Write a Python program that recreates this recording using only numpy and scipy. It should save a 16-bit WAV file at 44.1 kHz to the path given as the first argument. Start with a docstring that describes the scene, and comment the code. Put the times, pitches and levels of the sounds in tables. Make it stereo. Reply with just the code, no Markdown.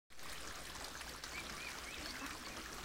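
"""Swans and ducks feed in shallow water at a bank, heard in stereo.
After a short silence the sound fades in: a dense patter of decaying bubble tones over a wash of shaped
noise and a rumble of fuzzy tones. Splashes (resonated noise specks) and plops (single bubbles) stand out
from the start; then a small bird chirps and cygnets peep (gliding near-sines), and a duck grunts softly
(pulses through resonances). Scattered echoes from the bank follow the near sounds."""
import sys
import numpy as np
from scipy import signal
from scipy.io import wavfile
from scipy.ndimage import uniform_filter1d

SR = 44100
rng = np.random.default_rng(int(sys.argv[2]) if len(sys.argv) > 2 else 0)


def unload_audio(sound):
    """Save the sound as a 16-bit wav file, at the path given as the first command line argument."""
    columns = np.transpose(np.atleast_2d(sound))
    # keep every value between -1 and 1, then stretch to whole-number steps
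    steps = np.round(np.clip(columns, -1, 1) * 32767)
    wavfile.write(sys.argv[1], SR, steps.astype(np.int16))


N = 125244


def amp(db):
    """Decibels are twenty times the logarithm of an amplitude ratio."""
    return 10 ** (np.asarray(db) / 20)


def evened(x):
    """Division by the root mean square gives unit mean power."""
    return x / np.sqrt(np.mean(x ** 2) + 1e-20)


def read(points, hz):
    """Spectral curves are interpolated on a logarithmic frequency axis."""
    f, value = np.transpose(points)
    return np.interp(np.log(hz + 1), np.log(f + 1), value)


def add(mix, s, sound, pan_db, lag_ms):
    """Level and arrival-time differences between the channels give direction."""
    for side, sign in enumerate((1, -1)):
        start = round((s + sign * lag_ms / 2000) * SR)
        part = mix[side, start:][:len(sound)]
        part += amp(sign * pan_db / 2) * sound[:len(part)]


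def resonate(x, hz, width):
    """A resonance of gain 1: shift its pitch to zero, smooth with one pole, shift back."""
    turn = np.exp(2j * np.pi * np.cumsum(hz * np.ones(len(x))) / SR)
    r = np.exp(-np.pi * width / SR)
    return 2 * (turn * signal.lfilter([1 - r], [1, -r], x / turn)).real


def drift(count, size):
    """Noise averaged twice leaves only a slow random wander, of unit mean power."""
    return evened(uniform_filter1d(uniform_filter1d(rng.standard_normal(count), size), size))


def bubble(hz, cycles, glide):
    """A damped oscillator: the tone dies exponentially while its pitch rises."""
    u = np.arange(int(3 * cycles * SR / hz)) * hz / SR / cycles  # time in units of the given cycles
    envelope = np.minimum(u * cycles / 1.42, 1) * np.exp(-2 * u)
    return envelope * np.sin(2 * np.pi * cycles * (u + glide * u ** 2 / 2))


def patter():
    """Random impulses excite damped bubbles: many drops in clumps, each pitch from its own direction."""
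    # Weight of drops by pitch: (pitch [Hz], level [dB])
    pitch_levels = [(500, -11), (1200, 0.5), (2400, 4), (5000, 7), (9000, 6.5), (15000, -11)]
    # Decay lengths of tick, crackle, fizz and bubble: (length [cycles])
    decay_cycles = (.6, 1.3, 2.8, 6.9)
    level_db, drops_per_s, spread_db, clump_db, glide = -51.5, 4500, 4.2, 2.8, 0.14
    size_db = spread_db * np.minimum(rng.exponential(1, N), 3.6) + clump_db * drift(count=N, size=110)
    impulses = amp(size_db) * (rng.random(N) < drops_per_s / SR)
    pitches = np.geomspace(500, 15000, 120)
    kind = rng.integers(0, len(pitches), N)
    lags_ms = rng.uniform(-.4, .4, len(pitches))
    out = np.zeros((2, N))
    for k, (hz, lag_ms) in enumerate(zip(pitches, lags_ms)):
        cycles = decay_cycles[k % len(decay_cycles)]
        drop = amp(read(pitch_levels, hz)) * bubble(hz, cycles, glide) / np.sqrt(cycles)
        drops = signal.oaconvolve(impulses * (kind == k), drop)
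        add(out, .001, drops, 8 * lag_ms, lag_ms)
    return amp(level_db) * evened(out)


def splashes():
    """Filtered shot noise: a quick dying cluster of specks rings three broad bands."""
    # Splashes: (start [s], level [dB], low band [dB], high band [dB], decay time constant [s])
    events = [(0.122, -29.5, -13, -29, 0.0079), (0.192, -32.5, -20, -19, 0.0099),
              (0.228, -39, -6.5, -10, 0.014), (0.292, -39, -21, -8, 0.0047),
              (0.3264, -34.5, -6, -11, 0.0078), (0.5574, -34.5, -10, -7.5, 0.0027),
              (0.668, -34, -16, -18, 0.0068), (0.756, -31, -11, -17, 0.0023),
              (0.8422, -30, -13, -18, 0.0093), (1.008, -35.5, -3.5, -25, 0.0062),
              (1.0917, -25, -17, -16, 0.0036), (1.2365, -24.5, -8, -41, 0.0055),
              (1.379, -39, 2, -25, 0.0049), (1.4955, -26, -7.5, -35, 0.0035),
              (1.5226, -28.5, -6.5, -22, 0.0033), (1.684, -34, -10, -25, 0.0067),
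              (1.7, -29.5, -9, -31, 0.0045), (1.7845, -30, -10, -15, 0.0036),
              (2.057, -26.5, -12, -23, 0.0041), (2.104, -31, -16, -37, 0.0096),
              (2.263, -30.5, -2, -10.5, 0.0033), (2.306, -29, -6, -36, 0.0055),
              (2.739, -30.5, -23, -18, 0.0061)]
    # Low, middle and high band: (centre [Hz], width of each of two passes [Hz])
    bands = [(1900, 1480), (4800, 3800), (10000, 10000)]
    specks_per_s, middle_db, rise_s = 2300, -11, 0.0022
    out, t = np.zeros((2, N)), np.arange(1500) / SR
    for s, db, low_db, high_db, decay_s in events:
        chance = rng.random((3, len(t))) < specks_per_s / SR
        specks = rng.standard_normal((3, len(t))) * (0.14 + chance)  # 0.14: weak noise between specks
        fall = np.minimum(t / rise_s, 1) * np.exp(-t / decay_s)
        spray = 0
        for x, band_db, (hz, width) in zip(specks, (low_db, middle_db, high_db), bands):
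            spray = spray + amp(band_db) * evened(resonate(resonate(x, hz, width), hz, width))
        side = rng.uniform(-1, 1)
        add(out, s, amp(db) * fall * spray, 2.5 * side, .3 * side)
    return out


def plops():
    """Each plop is one bubble, a lightly damped oscillator of rising pitch."""
    # Plops: (start [s], level [dB], starting pitch [Hz])
    events = [(0.2568, -38.5, 1075), (0.357, -35.5, 2860), (0.4823, -32, 4100), (0.5097, -37, 1590),
              (0.953, -35, 1500), (1.0774, -38.5, 1490), (1.63, -31.5, 4030), (1.686, -36.5, 1810),
              (1.943, -31.5, 3460), (2.06, -35, 1580), (2.155, -35, 2000), (2.470, -37.5, 1040),
              (2.565, -38.5, 3040), (2.6596, -37, 1660)]
    out = np.zeros((2, N))
    for s, db, hz in events:
        add(out, s, amp(db) * bubble(hz, cycles=8.9, glide=0.11), 0, rng.uniform(-.1, .1))
    return out


def whistle(hz, db, overtone_db, waver):
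    """Frequency modulation of a near-sine with soft edges, an octave overtone and a wavering level."""
    edge_s, flicker_db = .009, 2.5
    t = np.arange(len(hz)) / SR
    from_end = np.minimum(t, t[::-1])
    edge = np.sin(np.pi / 2 * np.clip(from_end / min(edge_s, t[-1] / 3), 0, 1)) ** 2
    phase = 2 * np.pi * np.cumsum(hz * (1 + waver * drift(count=len(hz), size=150))) / SR
    level = np.sqrt(2) * amp(db + flicker_db * drift(count=len(hz), size=300))
    return level * edge * (np.sin(phase) + amp(overtone_db) * np.sin(2 * phase))


def peeps():
    """Cygnets' calls: pitch follows an arch, and the level swells with it."""
    # Peeps: (start [s], length [s], first pitch [Hz], top pitch [Hz], last pitch [Hz],
    # place of top [0-1], level [dB], left minus right [dB], left lag [ms])
    calls = [(1.332, 0.09, 2170, 2373, 2220, 0.6, -49, 2.5, .06),
             (1.574, 0.12, 2220, 2510, 2155, 0.59, -52, 6, .08),
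             (1.71, 0.062, 2190, 2260, 2200, 0.57, -64, 11, .08),
             (1.852, 0.138, 2105, 2605, 2090, 0.63, -53, 2.5, .08),
             (2.08, 0.046, 2240, 2186, 2150, 0.47, -59, 4, .05),
             (2.19, 0.063, 2514, 2674, 2520, .5, -57, -6, .09),
             (2.445, .038, 2060, 2290, 2280, 0.7, -54, 3, .11),
             (2.497, 0.046, 2420, 2480, 2330, 0.4, -55, -3, .11)]
    overtone_db, waver, arch_power, swell_db = -16, .003, 1.3, 1.5
    out = np.zeros((2, N))
    for s, length, first_hz, top_hz, last_hz, place, db, pan_db, lag_ms in calls:
        u = np.linspace(0, 1, int(length * SR))
        arch = np.sin(np.pi * u ** (np.log(.5) / np.log(place)))  # crest falls at u = place
        end_hz = np.where(u < place, first_hz, last_hz)
        hz = end_hz + (top_hz - end_hz) * np.abs(arch) ** arch_power
        add(out, s, whistle(hz, db + swell_db * (arch - .7), overtone_db, waver), pan_db, lag_ms)
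    return out


def chirps():
    """A small bird's calls: linear frequency glides with a random flutter."""
    # Chirps: (start [s], length [s], first pitch [Hz], last pitch [Hz], level [dB],
    # left minus right [dB], flutter [share of pitch])
    calls = [(0.96, 0.05, 6130, 6190, -58, 2, .003), (1.30, .07, 4700, 4300, -58.5, -7, .04),
             (1.52, .055, 1200, 1140, -58, 0, .015), (2.027, 0.014, 4800, 4100, -58, -8, .01),
             (2.036, .084, 4300, 4620, -56.5, -13.5, .014), (2.445, 0.032, 4680, 4150, -54.5, -12, .012)]
    out = np.zeros((2, N))
    for s, length, first_hz, last_hz, db, pan_db, flutter in calls:
        hz = np.linspace(first_hz, last_hz, int(length * SR))
        add(out, s, whistle(hz, db, -60, flutter), pan_db, .06)
    return out


def grunts():
    """Source and filter: rough pulses drive the opening bill's resonances, over a hum at the pitch."""
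    # Grunts: (start [s], length [s], central pitch [Hz], hum level [dB], rasp against hum [dB])
    calls = [(1.498, 0.048, 226, -57.5, -12), (2.013, 0.044, 296, -55, -16), (2.113, 0.062, 252.6, -56, -1),
             (2.207, 0.066, 277.5, -50, 6), (2.306, 0.045, 289.4, -57, 1), (2.37, 0.087, 247.3, -58, -19),
             (2.563, 0.056, 320.5, -55, 7)]
    # Bill resonances at mid-grunt: (multiple of the central pitch [ratio], width [Hz], level [dB])
    resonances = [(3.8, 170, 0), (5, 240, -2), (6.3, 400, -4)]
    pitch_rise, rough, uneven, opening = .15, .72, .35, .3  # shares
    open_db = 8  # each higher resonance grows by this much more as the bill opens
    fade_db = 10  # the rasp dies before the hum
    out = np.zeros((2, N))
    for s, length, hz, db, bright_db in calls:
        u = np.linspace(0, 1, int(length * SR))
        turns = np.cumsum(hz * (1 + pitch_rise * (u ** 2 - .3))) / SR
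        folds = sum(np.cos(2 * np.pi * k * turns) for k in range(2, 9))
        puffs = np.exp(-(turns % 1) / 0.74) * rng.standard_normal(len(u))
        drive = (1 - rough) * evened(folds) + rough * evened(puffs)
        drive = drive * (1 + uneven * np.cos(np.pi * turns))  # strong and weak pulses alternate
        rasp = 0
        for k, (multiple, width, gain_db) in enumerate(resonances):
            moving_hz = multiple * hz * (1 + opening * (u - .5))
            gain = (-1) ** k * amp(gain_db + k * open_db * (u - .5))
            rasp = rasp + gain * resonate(drive, moving_hz, width)
        hum = np.sqrt(2) * np.sin(2 * np.pi * turns)
        voice = hum + amp(bright_db - fade_db * (u - 0.43)) * evened(rasp)
        add(out, s, amp(db) * np.sin(np.pi * u) ** 0.61 * voice, 0.5, .15)
    return out


def bank(x):
    """Convolution with sparse, exponentially decaying impulses: echoes from the bank and trees."""
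    t60_s, first_echo_s, density = 0.24, .002, .05
    t = np.arange(8000) / SR
    echoes = rng.standard_normal((2, len(t))) * (rng.random((2, len(t))) < density)
    tail = echoes * amp(-60 * t / t60_s) * (t > first_echo_s)
    return signal.fftconvolve(x, tail / np.linalg.norm(tail[0]), axes=1)[:, :N]


def wash():
    """Partly coherent noise shaped in time and frequency: far water and air, most alike in the deep bass."""
    # Relative noise spectrum: (frequency [Hz], level [dB])
    spectrum = [(20, 2.5), (60, 0), (106, -11), (232, -3.5), (667, -8), (881, -14), (1160, -4.5),
                (1670, -5), (2760, -12), (5090, -13), (9200, -18.5), (10500, -24.5), (15500, -22.5)]
    # Likeness of left and right: (frequency [Hz], coherence [0-1])
    likeness = [(60, 0.86), (150, 0.77), (380, 0.66), (950, 0.12), (2380, 0.61), (5980, 0.036),
                (15000, 0.13)]
    # Channel balance: (frequency [Hz], left minus right [dB])
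    balance = [(60, 1.5), (240, -1), (950, 3), (3770, -5), (15000, 1)]
    level_db, patch_db = -51, 2.52
    bass_swell_db = 4  # the low murmur of water grows by this over the scene
    frames, hz = N // 256 + 5, np.fft.rfftfreq(1024, 1 / SR)
    a, b, c, d, patches = rng.standard_normal((frames, 513, 5)).T
    patches = evened(uniform_filter1d(uniform_filter1d(patches, 14, 0), 10, 1))
    same = read(likeness, hz)[:, None]
    left, other = a + 1j * b, c + 1j * d
    z = np.array([left, same * left + np.sqrt(1 - same ** 2) * other])
    swell = bass_swell_db * np.outer((hz > 100) & (hz < 450), np.linspace(-.5, .5, frames))
    z *= amp(read(spectrum, hz)[:, None] + patch_db * patches + swell)
    z *= amp(np.outer([.5, -.5], read(balance, hz)))[:, :, None]
    noise = signal.istft(z, nperseg=1024, noverlap=768)[1][:, :N]
    return amp(level_db) * evened(noise)


def rumble():
    """Narrow-band noise and a frequency-wandering sine share each low resonance of a distant drone."""
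    # Drone tones: (frequency [Hz], width [Hz], level [dB])
    tones = [(56.7, 8.3, -62.5), (145.6, 9.7, -69.5), (304, 114, -66.5)]
    steady = 1.53  # sine amplitude against fuzz of unit mean power
    out = 0
    for hz, width, db in tones:
        fuzz = evened(resonate(rng.standard_normal(N), hz, width))
        wandering_hz = hz + width / 2 * drift(count=N, size=int(SR / width))
        tone = np.sin(2 * np.pi * np.cumsum(wandering_hz) / SR)
        out = out + amp(db) * evened(fuzz + steady * tone)
    return out


def scene():
    """Superposition: near sounds, their echoes and the background add linearly."""
    # Level course of patter and wash: (time [s], level [dB])
    water_levels = [(.1, -2), (.3, 1.5), (.55, 0), (0.799, 0.5), (1.05, 0.5), (1.18, -1), (1.22, -4.5),
                    (1.26, 1.5), (1.7, 1), (2.0, 1.5), (2.4, 0), (2.84, 1.5)]
    s, db = np.transpose(water_levels)
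    level = amp(np.interp(np.arange(N) / SR, s, db))
    near = level * patter() + splashes() + plops() + peeps() + chirps() + grunts()
    bank_db = -8.5
    return near + amp(bank_db) * bank(near) + level * wash() + rumble()


def record(dry):
    """Gain and linear filtering: the input opens, gain climbs as an offset settles, then a band limit."""
    open_s, fade_s, fade_db, edge_hz = .102, 0.18, -11, 15850
    offset_scale, offset_rise_s, offset_fall_s = -0.0065, 0.048, 0.36  # scale in full-scale units
    t = np.maximum(np.arange(N) / SR - open_s, 0)
    gain = (t > 0) * amp(fade_db * np.clip(1 - t / fade_s, 0, 1))
    offset = offset_scale * (np.exp(-t / offset_fall_s) - np.exp(-t / offset_rise_s))
    low_pass = signal.firwin(511, edge_hz, window=("kaiser", 9), fs=SR)
    return signal.oaconvolve(dry * gain + offset, low_pass[None], "same")


dry = scene()
out = record(dry)
unload_audio(out)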